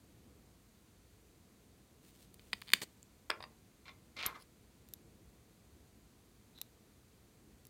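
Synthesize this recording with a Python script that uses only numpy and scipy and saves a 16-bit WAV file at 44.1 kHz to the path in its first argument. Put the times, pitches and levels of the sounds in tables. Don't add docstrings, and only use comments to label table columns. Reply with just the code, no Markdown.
import sys
import numpy as np
from scipy import signal
from scipy.fft import rfft, irfft, next_fast_len
from scipy.io import wavfile
from scipy.ndimage import map_coordinates

SR = 44100
rng = np.random.default_rng(int(sys.argv[2]) if len(sys.argv) > 2 else 0)


def wrap_up_sound(samples):
    columns = np.atleast_2d(samples).T
    tamed = np.clip(columns, -1, 1)
    steps = np.round(tamed * 32767).astype(np.int16)
    wavfile.write(sys.argv[1], SR, steps)


N = 339525

# (frequency [Hz], relative level [dB])
RUMBLE_SPECTRUM = [(15, -46), (25, -19), (38, -7.5), (60, -1), (81, -3.5), (114, -3.5), (140, -7.5),
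                   (220, -5.5), (297, -10.5), (330, -9), (372, -13.5), (445, -12), (565, -19), (730, -24),
                   (900, -27.5), (1170, -56), (1980, -120)]
HISS_SPECTRUM = [(410, -30.5), (700, -2.5), (863, -9), (971, -4.5), (1680, -8.5), (2370, -8), (2920, -10.5),
                 (4490, -9), (5400, -13.5), (6150, -10), (9730, -12), (11500, -15.5), (12600, -13),
                 (15000, -15.5), (16000, -20.5)]

# (start [s], time to release [s], level at release [dB], release t60 [s])
SNAP_TAIL_AND_SCRAPE = [(2.740, .002, -50.5, .25), (2.818, .019, -45, 0.035)]

# (start [s], push [s], peak level [dB], release t60 [s])
FINGER_RUBS = [(2.03, 0.062, -64.5, 0.17), (2.14, .015, -66, .2), (2.19, 0.043, -64, .12),
               (2.4, 0.3, -68, 1.2)]
SCISSOR_DRAGS = [(3.856, 0.036, -55, 0.13), (4.166, 0.036, -44, 0.33), (4.228, 0.035, -41.5, 0.086),
                 (4.345, .012, -57.5, 0.071)]
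LIFT_SCUFFS = [(4.262, 0.029, -46.5, 0.22), (4.338, 0.023, -50, 0.13)]
STEEL_SQUEAKS = [(4.394, 0.031, -63.5, .05)]
BLADE_SHEARS = [(6.542, 0.038, -63, .25)]

# (time [s], level [dB], tilt above 1 kHz [dB/octave], chatter t60 [s])
CASE_CLICKS = [(2.343, -47, 9.5, .003), (2.395, -52.5, -1, 0.0038), (2.5316, -23.5, -2.5, 0.012),
               (2.617, -43.5, 6, 0.0023), (2.6206, -40, -2, 0.0052), (2.7357, -10, 1.5, .005),
               (2.8044, -50, 7, .006), (2.8187, -35, -1, 0.019)]
EDGE_TICKS = [(3.0291, -49, -1, 0.0021), (3.2994, -45, 13, .008)]
LID_KNOCKS = [(3.2996, -31, -10, 0.004), (3.3027, -22, 0, 0.013), (3.3140, -32, -4.5, 0.012)]
LID_ROCKS = [(3.4050, -40.5, -5.5, 0.029), (3.4260, -40, 0.5, 0.025), (3.4392, -39, -2, 0.011)]
SCISSOR_CATCHES = [(3.8815, -45.5, -3.5, .006), (3.8945, -48.5, -4, .005), (4.1675, -45, -1, 0.0062),
                   (4.2275, -38.5, 5, 0.0068), (4.2343, -34.5, -5, 0.0044), (4.2570, -34, -7.5, 0.0067)]
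HANDLE_CLINKS = [(4.2623, -25.5, -2, 0.021), (4.2638, -27.5, -5.5, 0.013)]
# (time [s], level [dB], tilt above 1 kHz [dB/octave], chatter t60 [s], pivot knock [dB])
BLADE_TICKS = [(4.8878, -54, -2, 0.0066, -69.5), (4.9370, -36.5, -0.5, 0.0098, -49.5),
               (6.5792, -66, -3, .004, -51), (6.5860, -60, 0, .004, -51), (6.6147, -33, -2, 0.0097, -38.5),
               (7.6522, -52.5, -4.5, .009, -75), (7.6690, -51, -0.5, .014, -71.5)]

# (frequency [Hz], relative level [dB])
SKIN_SPECTRUM = [(800, -15.5), (2000, -2.5), (4000, 0.5), (6000, -4), (9000, -1.5), (11500, -7),
                 (14500, -3.5), (16000, -6.5)]
CASE_SPECTRUM = [(100, -25.5), (200, -14), (450, -17), (620, -24.5), (760, -8.5), (1100, -2.5), (1400, -6),
                 (2000, 1.5), (3900, -3.5), (4900, 0.5), (5900, -24), (8600, -11.5), (12300, -23),
                 (14500, -22)]
TAIL_AND_SCRAPE_SPECTRUM = [(59, -31.5), (100, -1.5), (206, 1.5), (1760, -14), (1910, -8), (3320, -8.5),
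                            (3780, -13), (4290, -4.5), (5300, -12), (8640, -7), (10200, -17.5),
                            (14700, -15), (16000, -21)]
EDGE_SPECTRUM = [(500, -22), (2500, -17), (4200, -12), (5500, -14.5), (7500, 10), (9000, -8), (11500, -15),
                 (14000, -9), (16000, -12.5)]
LID_SPECTRUM = [(100, -35.5), (420, -6), (780, -9.5), (1200, -3), (1900, -1.5), (3300, -6.5), (3900, -5.5),
                (5300, -6), (6200, -36), (8000, -21), (8900, -14.5), (10500, -27), (16000, -33)]
SCRAPE_SPECTRUM = [(100, -19), (400, -10), (750, -7), (1000, -9), (1350, -6), (1650, -7), (2200, -1),
                   (2900, -3), (4200, -3), (5500, -12), (8000, -25), (16000, -37)]
SCUFF_SPECTRUM = [(200, -18), (850, -11), (1050, -2), (1230, -1.5), (1450, -6), (1680, -9), (2300, -22),
                  (3000, -25), (5500, -28), (8000, -35), (16000, -44)]
HANDLE_SPECTRUM = [(500, -24), (2000, -39), (5000, -13), (8500, -14), (10100, -2), (11200, -8), (13000, 4),
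                   (16000, -21)]
SQUEAK_SPECTRUM = [(2000, -17), (4700, -8), (5300, -7), (5900, -21), (9300, -21), (9950, -3), (10600, -20),
                   (16000, -21)]
BLADE_SPECTRUM = [(300, -24), (1000, -22.5), (2400, -15.5), (3200, -6), (3950, -13), (4700, -3),
                  (5800, 0.5), (8500, -9.5), (10500, 4), (11600, 3), (13000, -2.5), (16000, -12)]
PIVOT_SPECTRUM = [(1000, -32), (3200, -20.5), (3600, -4), (4000, 2), (4250, -8), (4600, -20), (9000, -32),
                  (16000, -30)]

# (frequency [Hz], relative level [dB], t60 [s])
CASE_MODES = [(202, -22.5, 0.082), (438, -22, 0.031), (1057, -11.5, .014), (2030, -9.5, 0.0043),
              (2536, -3.5, 0.012), (2994, 1.5, 0.014), (3710, -5, 0.018), (4100, -7, 0.0061),
              (4381, 2.5, 0.0076), (4910, 4.5, 0.0088), (7100, -14, 0.013), (8600, -7.5, 0.012)]
LID_MODES = [(462, 0.5, 0.03), (1092, 11, 0.023), (1230, 5, 0.034), (1380, -9, 0.014), (1740, -3, 0.024),
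             (4100, -11, .02), (8900, -13, .03)]
LID_RIM_MODES = [(1080, 7, 0.012), (3680, 0, 0.03), (4780, -1, 0.038), (8740, -18, .05)]
SCRAPE_MODES = [(1090, -4, .04), (1370, -4, 0.048), (2077, -6.5, 0.051), (2364, -6.5, 0.027),
                (3480, -4.5, .02), (4130, -9, 0.025)]
HANDLE_MODES = [(7500, -3.5, 0.018), (10200, -7, 0.014), (12760, -1, 0.017), (12880, 0, 0.052),
                (13230, -5, 0.046), (14420, -8, .02), (15020, -6, .02)]
BLADE_MODES = [(3990, -6, 0.016), (7100, 1, 0.01), (8430, -11, 0.022), (10700, -17, .009),
               (12800, 9.5, 0.0089), (15000, 2, 0.016)]

# (frequency [Hz], gain [dB])
TABLE_RESPONSE = [(100, -9), (400, -4), (800, -4), (1200, 0), (1600, -3), (2700, 0), (3100, -13),
                  (4200, -12), (7000, -28), (16000, -30)]
# (frequency [Hz], t60 [s])
TABLE_T60 = [(200, 0.72), (1200, 0.21), (3000, .16), (10000, 0.089)]
ROOM_T60 = [(200, .3), (2000, .24), (8000, .21), (15000, .16)]

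# (frequency [Hz], relative level [dB])
HUM_SPECTRUM = [(40, -57.5), (51, -8), (56, -0.5), (61, -14.0), (80, -50), (300, -100)]


def amp(db):
    return 10 ** (np.asarray(db) / 20)


def unit_rms(x):
    return x / np.sqrt(np.mean(x ** 2) + 1e-20)


def unit_energy(x):
    return x / (np.linalg.norm(x) + 1e-12)


def along(points, hz):
    frequencies, values = np.transpose(points)
    return np.interp(np.log(hz + 1), np.log(frequencies + 1), values)


def colour(x, gain_db):
    size = 2 * next_fast_len(len(x))
    gain = amp(gain_db(np.fft.rfftfreq(size, 1 / SR)))
    cepstrum = irfft(np.log(gain + 1e-6), size)
    cepstrum[1:size // 2] *= 2
    cepstrum[size // 2 + 1:] = 0
    return irfft(rfft(x, size) * np.exp(rfft(cepstrum)), size)[:len(x)]


def shaped(x, spectrum):
    return unit_rms(colour(x, lambda hz: along(spectrum, hz)))


def reverberate(x, t60s):
    hz, t, noise = signal.stft(rng.standard_normal(SR // 2), SR, nperseg=256)
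    decay = amp(-60 * t / along(t60s, hz)[:, None])
    tail = signal.istft(noise * decay, SR, nperseg=256)[1]
    return signal.fftconvolve(x, unit_energy(tail))[:N]


def room_tone(drift_db=1.16, knots_per_s=4):
    drift = map_coordinates(rng.standard_normal(N // 100), [np.arange(N) * knots_per_s / SR])
    rumble = amp(-65 + drift_db * drift) * shaped(rng.standard_normal(N), RUMBLE_SPECTRUM)
    hum = amp(-81) * shaped(rng.standard_normal(N), HUM_SPECTRUM)
    hiss = amp(-71.5) * shaped(rng.standard_normal(N), HISS_SPECTRUM)
    return rumble + hum + hiss


def strokes(rows, swell_db, grip_s=.004):
    t, power = np.arange(N) / SR, np.zeros(N)
    for start, push_s, db, t60 in rows:
        grip = np.clip((t - start) / grip_s + 1, 0, 1)
        pushed = np.clip((t - start) / push_s, 0, 1)
        release = np.exp(-np.log(1000) * np.maximum(t - start - push_s, 0) / t60)
        power += (grip * amp(db + swell_db * (pushed - 1)) * release) ** 2
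    return np.sqrt(power)


def friction(spectrum, slips_per_s, smooth_db):
    slips = (rng.random(N) < slips_per_s / SR) * rng.standard_normal(N)
    return shaped(unit_rms(slips) + amp(smooth_db) * rng.standard_normal(N), spectrum)


def finger_rubs():
    return strokes(FINGER_RUBS, swell_db=6.5) * friction(SKIN_SPECTRUM, slips_per_s=700, smooth_db=-3)


def fade(t60):
    return np.exp(-np.log(1000) * np.arange(SR // 10) / SR / max(t60, 1e-4))


def ringing(modes):
    t = np.arange(SR // 10) / SR
    ring = np.zeros(len(t))
    for k, (hz, db, t60) in enumerate(modes):
        strength = (-1) ** k * amp(db + rng.normal(0, 1.5))
        pitch_hz = hz * rng.normal(1, .004)
        ring += strength * fade(t60) * np.sin(2 * np.pi * pitch_hz * t)
    return unit_energy(ring)


def contacts(rows, spectrum, modes, chatter_db, ring_db):
    out = np.zeros(N + SR)
    for start, db, tilt_db, chatter_s in rows:
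        force = amp(chatter_db) * unit_energy(rng.standard_normal(SR // 10) * fade(chatter_s))
        force[0] += 1
        impact = unit_energy(colour(force, lambda hz: along(spectrum, hz)))
        hit = impact + amp(ring_db) * ringing(modes)
        hit = colour(hit, lambda hz: tilt_db * np.log2(np.maximum(hz, 1000) / 1000))
        out[round(start * SR):][:len(hit)] += amp(db) * np.sqrt(SR / 1000) * unit_energy(hit)
    return out[:N]


def click_touches(give_s=.002, give_db=-28, rebound_share=.34, rebound_db=-11.5):
    touches = []
    for start, db, tilt_db, chatter_s in CASE_CLICKS:
        for delay_s, gain_db in [(-give_s, give_db), (0, 0), (rebound_share * chatter_s, rebound_db)]:
            touches.append((start + delay_s, db + gain_db, tilt_db, chatter_s))
    return touches


def creak_slips(count=7, start_s=2.6715, first_gap_s=.0026, slowing=1.45):
    full_db, full_stick_s, db_per_doubling = -42, .007, 8.5
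    tilt_db, chatter_s = .5, .003
    gaps = first_gap_s * slowing ** np.arange(count)
    times = start_s + np.cumsum(gaps) - gaps
    load = np.minimum(gaps / slowing / full_stick_s, 1)
    levels = full_db + db_per_doubling * np.log2(load)
    return [(time, db, tilt_db, chatter_s) for time, db in zip(times, levels)]


def case_opening():
    clicks = contacts(click_touches() + creak_slips(), CASE_SPECTRUM, CASE_MODES, chatter_db=-5, ring_db=-4)
    ticks = contacts(EDGE_TICKS, EDGE_SPECTRUM, CASE_MODES, chatter_db=0, ring_db=-16)
    dense_noise = friction(TAIL_AND_SCRAPE_SPECTRUM, slips_per_s=4400, smooth_db=-1)
    tail_and_scrape = strokes(SNAP_TAIL_AND_SCRAPE, swell_db=-3) * dense_noise
    return clicks + ticks + tail_and_scrape


def lid_landing():
    knocks = contacts(LID_KNOCKS, LID_SPECTRUM, LID_MODES, chatter_db=3.5, ring_db=-13.5)
    rocks = contacts(LID_ROCKS, LID_SPECTRUM, LID_RIM_MODES, chatter_db=5, ring_db=1)
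    return knocks + rocks


def table_ring(drive):
    return colour(reverberate(amp(-6) * drive, TABLE_T60), lambda hz: along(TABLE_RESPONSE, hz))


def scissor_drag():
    speed = strokes(SCISSOR_DRAGS, swell_db=6)
    slow_rub = friction(SCRAPE_SPECTRUM, slips_per_s=1200, smooth_db=-2)
    ring = unit_rms(signal.fftconvolve(slow_rub, ringing(SCRAPE_MODES))[:N])
    rasp = friction(SCRAPE_SPECTRUM, slips_per_s=3000, smooth_db=-8.5)
    rasp_share = np.clip(speed / speed.max(), 0, 1) ** 0.54
    slide = speed * (np.sqrt(rasp_share) * rasp + np.sqrt(1 - rasp_share) * ring)
    return slide + contacts(SCISSOR_CATCHES, SCRAPE_SPECTRUM, SCRAPE_MODES, chatter_db=4, ring_db=-15)


def lift_scuffs():
    return strokes(LIFT_SCUFFS, swell_db=16) * friction(SCUFF_SPECTRUM, slips_per_s=1200, smooth_db=5)


def scissors_in_hand(pivot_lag_s=.00108, pivot_tilt_db=-5.5, pivot_chatter_s=.0048):
    handles = contacts(HANDLE_CLINKS, HANDLE_SPECTRUM, HANDLE_MODES, chatter_db=7, ring_db=-2.5)
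    touches = [row[:-1] for row in BLADE_TICKS]
    ticks = contacts(touches, BLADE_SPECTRUM, BLADE_MODES, chatter_db=-2.5, ring_db=-.5)
    play = [(time + pivot_lag_s, db, pivot_tilt_db, pivot_chatter_s) for time, *_, db in BLADE_TICKS]
    knocks = contacts(play, PIVOT_SPECTRUM, BLADE_MODES, chatter_db=-3, ring_db=-32)
    shear = strokes(BLADE_SHEARS, swell_db=13) * friction(PIVOT_SPECTRUM, slips_per_s=510, smooth_db=-4)
    squeak = strokes(STEEL_SQUEAKS, swell_db=3) * friction(SQUEAK_SPECTRUM, slips_per_s=560, smooth_db=0)
    return handles + ticks + knocks + shear + squeak


def scene():
    plastic = case_opening() + finger_rubs()
    on_table = lid_landing() + scissor_drag()
    wood = on_table + lift_scuffs() + table_ring(on_table)
    steel = scissors_in_hand()
    room = reverberate(amp(-21) * plastic + amp(-19) * wood + amp(-25) * steel, ROOM_T60)
    return (plastic + wood + steel + room + room_tone())[None]


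def record(dry):
    low_cut_hz, top_hz = 38, 16300
    low_cut = signal.butter(3, low_cut_hz, "high", fs=SR, output="sos")
    band_limit = signal.ellip(12, .1, 90, top_hz, fs=SR, output="sos")
    return signal.sosfilt(band_limit, signal.sosfilt(low_cut, dry))


dry = scene()
out = record(dry)
wrap_up_sound(out)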